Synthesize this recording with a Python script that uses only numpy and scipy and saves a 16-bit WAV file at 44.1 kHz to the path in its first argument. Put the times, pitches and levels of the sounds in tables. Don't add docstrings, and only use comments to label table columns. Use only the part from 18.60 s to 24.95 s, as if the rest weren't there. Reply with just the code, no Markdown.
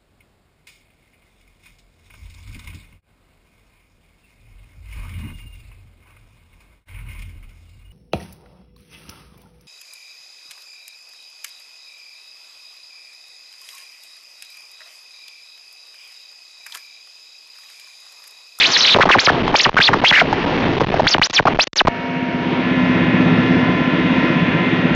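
import sys
import numpy as np
from scipy import signal
from scipy.fft import rfft, irfft
from scipy.io import wavfile
from scipy.ndimage import uniform_filter1d

SR = 44100
rng = np.random.default_rng(int(sys.argv[2]) if len(sys.argv) > 2 else 0)


def invert_db(level):
    return 10 ** (np.asarray(level, dtype=float) / 20)


def unload_wav(signal):
    wavfile.write(
        sys.argv[1],
        SR,
        np.round(np.clip(np.atleast_2d(signal).T, -1, 1) * 32767).astype(np.int16),
    )


N = 280035
RATE = 16000
M = N * RATE // SR + 1
RAIL = 0.37
BASS_CUT_HZ = 118
# (frequency [Hz], gain [dB])
TREBLE = [(1000, -1), (2500, -1), (4000, -2), (5500, -8), (6500, -15), (7300, -28.5), (7750, -48)]


def unit(x):
    return x / np.sqrt(np.mean(x ** 2))


def shape(table, hz):
    table_hz, db = np.transpose(table)
    return np.interp(np.log(hz + 1), np.log(table_hz), db)


def colour(x, gain):
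    hz = np.arange(len(x) // 2 + 1) * RATE / len(x)
    return irfft(rfft(x) * gain(hz), len(x))


def walk(rate_hz):
    k = int(RATE / rate_hz)
    steps = np.repeat(rng.standard_normal(M // k + 1), k)
    return unit(uniform_filter1d(uniform_filter1d(steps, k), k)[:M])


def air(table, flicker_db, rate_hz):
    low_hz, high_hz = table[0][0], table[-1][0]
    out = 0
    for hz in low_hz * 2 ** np.arange(0, np.log2(high_hz / low_hz) + .5, .5):
        def band(f):
            octaves = np.clip(np.log2((f + 1) / hz), -.5, .5)
            return invert_db(shape(table, f)) * np.cos(np.pi * octaves)
        out = out + invert_db(flicker_db * walk(rate_hz)) * colour(rng.standard_normal(M), band)
    return unit(out)


def tone(hz, drift, wobble_db):
    phase = 2 * np.pi * (np.cumsum(hz * (1 + drift * walk(6))) / RATE + rng.random())
    return np.sqrt(2) * np.sin(phase) * invert_db(wobble_db * walk(9))


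def gear_tones(t):
    # (frequency [Hz], level [dB])
    window_tones = [(936.7, -38.5), (995.9, -44), (1023, -34), (1367, -35.5), (1593, -48.5), (1733, -33),
                    (1776, -37.5), (1873, -37), (1906, -35), (1992, -41.5), (2083, -33), (2207, -39.5),
                    (2503, -36.5), (2632, -47), (2794, -40), (3128, -46.5), (3413, -41.5), (3731, -45.5)]
    # (frequency [Hz], level [dB])
    pillar_tones = [(694.4, -35.5), (942.1, -33), (1373, -54), (1739, -40.5), (1782, -49), (1879, -43),
                    (2213, -38.5), (2433, -52.5), (2805, -44.5)]
    window = np.interp(t, [3.8, 4.2], [0, 1])
    pillar = np.interp(t, [2.9, 3.3], [.4, 1]) * (1 - window)
    gears = window * sum(invert_db(db) * tone(hz, .001, 1.9) for hz, db in window_tones)
    return gears + pillar * sum(invert_db(db) * tone(hz, .0008, 0.48) for hz, db in pillar_tones)


def airflow(calm):
    # (frequency [Hz], density [dB per Hz])
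    calm_hiss = [(220, -20.5), (380, 1), (660, -1.5), (870, -8.5), (1010, -4.5), (1160, -9.5), (1390, -5),
                 (1630, -6.5), (1740, -8), (2560, -7), (6330, -38.5), (7090, -51), (7640, -99.5),
                 (9930, -128), (16800, -120)]
    # (frequency [Hz], density [dB per Hz])
    windy_hiss = [(220, -28), (380, -5), (962, -9), (1320, -15.5), (1420, -15.5), (1690, -14.5),
                  (3170, -18.5), (5870, -40), (6910, -50.5), (7640, -77.5), (9930, -103), (16800, -120)]
    return calm * air(calm_hiss, 1.3, 11) + (1 - calm) * air(windy_hiss, 1.5, 25.26)


def rotor(t, calm):
    # (multiple of blade rate, level [dB])
    slap_harmonics = [(5, -25.5), (7, -7.5), (8, -23.5), (9, -7.5), (10, -3), (11, 0.5), (12, -12),
                      (13, -10.5), (14, -7.5), (15, 0), (16, -10), (17, -16.5), (18, -7.5), (20, -12)]
    # (frequency [Hz], density [dB per Hz])
    rumble = [(24, -66), (60, -12.5), (130, -14.5), (166, -2), (220, -7), (249, -7), (285, -10.5),
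              (341, -3.5), (398, -24), (480, -16.5), (620, -48.5), (1060, -120)]
    # (frequency [Hz], density [dB per Hz])
    buffeting = [(24, -38), (40, -8), (91, -7.5), (171, -4.5), (209, -8), (247, -2.5), (390, -8),
                 (480, -14), (620, -30.5), (1060, -120)]
    blade_hz, blade_lag_turns, tail_hz = 16.362, .34, 255.5
    turn = 2 * np.pi * (blade_hz * t - blade_lag_turns + 0.0071 * walk(5))
    slaps = 0
    for k, db in slap_harmonics:
        slaps = slaps + invert_db(db + 2.2 * walk(3)) * np.cos(round(k) * turn + .2 * rng.standard_normal())
    gate = 1 + .5 * np.cos(turn)
    boom = invert_db(-2) * unit(slaps) + invert_db(-3) * gate * air(rumble, 1.4, 5.4)
    boom += invert_db(-4.0) * tone(tail_hz, .003, 2.9)
    return calm * boom + (1 - calm) * air(buffeting, 0.64, 32)


def cabin(t, calm, boom_db):
    change_db = boom_db + 20
    hiss_db = calm * (-25.5 + 0.52 * change_db) + (1 - calm) * (-22 + 0.55 * change_db)
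    return invert_db(boom_db) * rotor(t, calm) + invert_db(hiss_db + 1.5) * airflow(calm) + gear_tones(t)


def before_recorder(x):
    def gain(f):
        bass = np.sqrt(1 + (BASS_CUT_HZ / np.maximum(f, 60)) ** 4)
        return bass * invert_db(-np.maximum(shape(TREBLE, f), -24))
    return colour(x, gain)


def spans(table, t):
    return sum((t >= s) & (t < s + ms / 1000) for s, ms in table) > 0


def pushes():
    # (start [s], rise [ms], hold [ms], fall [ms], top pitch [Hz])
    long_pushes = [(0, .1, 342, 7, 3700), (.059, 19, 30, 72, 7700), (.159, 23, 1, 140, 5900),
                   (.405, 2, 25, 5, 1350), (.49, 4, 4, 7, 1800), (.506, 1, 4, 2, 1100),
                   (.51, 6, 1, 45, 2900), (.584, 33, 27, 33, 7700), (.681, 8, 9, 6, 1600),
                   (.952, 25, 4, 24, 7700), (.999, 25, 3, 34, 7500), (1.167, 5, 15, 5, 1500),
                   (1.202, 28, 38, 26, 4250), (1.332, 4, 5, 4, 1450), (1.438, 32, 36, 10, 3300),
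                   (1.525, 4, 78, 16, 2050), (2.395, 1, 10, 2, 750), (2.468, 34, 3, 22, 7900),
                   (2.49, 10, 32, 19, 4800), (2.616, 60, 47, 79, 8200), (2.869, 4, 9, 4, 1200),
                   (2.989, 66, 96, 65, 8300)]
    # (start [s], length [ms], top pitch [Hz])
    brief_taps = [(.361, 6, 1150), (.37, 4, 550), (.386, 4, 780), (.396, 5, 700), (.455, 6, 850),
                  (.942, 10, 950), (1.063, 5, 1300), (1.728, 5, 900), (2.214, 5, 450), (2.341, 5, 600),
                  (2.854, 5, 900), (3.272, 11, 1100)]
    hold_share = .55
    as_pushes = [(s, .1, hold_share * ms, (1 - hold_share) * ms, hz) for s, ms, hz in brief_taps]
    return [(s, rise / 1000, hold / 1000, fall / 1000, hz)
            for s, rise, hold, fall, hz in long_pushes + as_pushes]


def excess(t):
    wrap_pops = [
        .879,
        1.093,
        2.207,
        2.582,
    ]
    # (time [s], pitch shift [Hz])
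    pitch_jolts = [(.015, -1300), (.023, -1100), (.029, -2100), (.038, 900), (.05, -1500), (.122, -1200),
                   (.13, 1100), (.168, -1600), (.208, -1500), (.22, 1300), (.231, 1300), (.249, -900),
                   (.268, 1300), (.303, 800), (.428, 1200), (.59, -600), (1.186, 800), (1.232, 700),
                   (1.247, -800), (1.441, -700), (1.45, 700), (1.457, -800), (1.486, 2100), (1.555, 1200),
                   (1.6, 1100), (2.521, 900), (2.637, 700), (2.768, -900), (2.992, -600), (3.03, -600)]
    entry_hz, exit_hz, bow, jolt_ms = 1000, 400, .85, 5
    hz = np.zeros(M)
    for s, rise, hold, fall, top in pushes() + [(s, .0001, .001, .001, 900) for s in wrap_pops]:
        push = np.interp(t, s + np.cumsum([0, rise, hold, fall]), [1e-6, 1, 1, 1e-6], 0, 0)
        base = np.where(t < s + rise, min(entry_hz, top), exit_hz)
        hz = np.maximum(hz, (push > 0) * (base + (top - base) * push ** bow))
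    bend = sum(d * np.clip(1 - 1000 * abs(t - s) / jolt_ms, 0, 1) for s, d in pitch_jolts)
    return np.where(hz > 0, np.maximum(hz + bend, 300), 0)


def squeal(t):
    # (time [s], shake [Hz])
    boom_shake = [(0, 560), (.3, 480), (.45, 380), (.7, 230), (2.45, 250), (2.6, 220), (3.3, 170)]
    shake_hz = np.interp(t, *np.transpose(boom_shake))
    hz = excess(t)
    on = hz > 0
    shake = shake_hz * (.1 * walk(130) + .9 * walk(520) + .4 * walk(1200))
    hz = hz + np.minimum(hz / 1500, 1) * (shake + 450 * rng.standard_normal(M))
    phase = 2 * np.pi * np.cumsum(on * np.clip(hz, 300, RATE / 2)) / RATE
    wave = np.sin(phase + 0.35 * np.sin(phase))
    folded = colour(rng.standard_normal(M), lambda f: f / (f + 300))
    wave += invert_db(-14) * (shake_hz / 200) ** 0.64 * np.clip(hz / 2600, .4, 1) * folded
    return on, invert_db(-6.0 + 2.67 * np.clip(1 - (hz - 1200) / 900, 0, 1)) * wave


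def port_pressure(t):
    # (time [s], heave re rail [dB])
    wind_heave = [(0, 0), (.5, 0), (.75, -6), (1.1, 0), (1.5, -4), (1.65, -8), (1.95, -7), (2.25, 0),
                  (2.6, 1), (2.85, 1), (2.92, -6), (2.97, 1), (3.26, 2), (3.3, -30)]
    # (start [s], length [ms])
    pinned_spans = [(.4456, 4.3), (.8242, 6.7), (1.0976, 9.8), (1.1475, 4.8), (1.159, 4.3), (1.4064, 9.2),
                    (1.8534, 6.7), (1.9711, 3.9), (2.0459, 5.1), (2.1208, 3.6), (2.1886, 8.1),
                    (2.2505, 13.3), (2.2799, 4.3), (2.2944, 4.8), (2.3069, 9.5), (2.4141, 4.2),
                    (2.4256, 4.8), (2.4341, 6.1), (2.5703, 10.3), (2.5857, 8.8), (2.5972, 14.8),
                    (2.8082, 10.3), (2.8426, 7.8), (2.9369, 9.7), (2.9629, 8.8), (2.9743, 15.8),
                    (3.2198, 23.9), (3.2447, 5.8), (3.2617, 6.3)]
    heave = invert_db(np.interp(t, *np.transpose(wind_heave))) * (.42 + .4 * walk(35) + .5 * walk(170))
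    edges = [(s - .004, 1000 * sum(parts_s) + 5.5) for s, *parts_s, _ in pushes()]
    pinned = uniform_filter1d(1. * spans(pinned_spans + edges, t), size=20)
    return RAIL * (heave + 5 * pinned)


def scene():
    # (time [s], level [dB])
    cabin_level = [(0, 2.5), (.8, -20), (1.4, -20), (1.7, -23), (2.05, -16), (2.4, -19), (2.9, -25.5),
                   (3.3, -30), (3.5, -28.5), (3.7, -24.5), (4, -20), (4.3, -18), (4.7, -15.5), (5.2, -18),
                   (5.7, -17), (6.35, -18)]
    # (start [s], length [ms])
    locked_spans = [
        (.622, 1.5),
        (.627, 3),
        (2.504, 2),
        (2.672, 26),
        (2.7035, 2.5),
        (2.711, 20),
        (3.042, 28),
        (3.077, 54.5),
        (3.1335, 24.5),
    ]
    t = np.arange(M) / RATE
    calm = np.interp(t, [3.25, 3.35], [0, 1])
    sound = before_recorder(cabin(t, calm, np.interp(t, *np.transpose(cabin_level))))
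    rail = RAIL * (1 + 5 * calm)
    heard = np.clip(sound + port_pressure(t), -rail, rail) + invert_db(-40.5) * sound
    on, wave = squeal(t)
    heard = np.where(on, wave * ~spans(locked_spans, t) + 0.33 * RAIL, heard)
    heard += invert_db(-47.5) * (abs(t - 3.12) > .04) * rng.standard_normal(M)
    return signal.resample_poly(heard, SR, RATE)[None, :N]


def low_pass(x):
    return signal.sosfilt(signal.butter(12, 7790, fs=SR, output="sos"), x)


def record(dry):
    x = signal.sosfilt(signal.butter(2, BASS_CUT_HZ, "high", fs=SR, output="sos"), dry)
    x += invert_db(-10.5) * signal.sosfilt(signal.butter(1, [18, 45], "band", fs=SR, output="sos"), dry)
    hz = np.arange(N // 2 + 1) * SR / N
    x = irfft(rfft(x) * invert_db(shape(TREBLE + [(9000, -76.5)], hz)), N)
    x = .85 * np.tanh(x / .85)
    return low_pass(x)


dry = scene()
out = record(dry)
unload_wav(out)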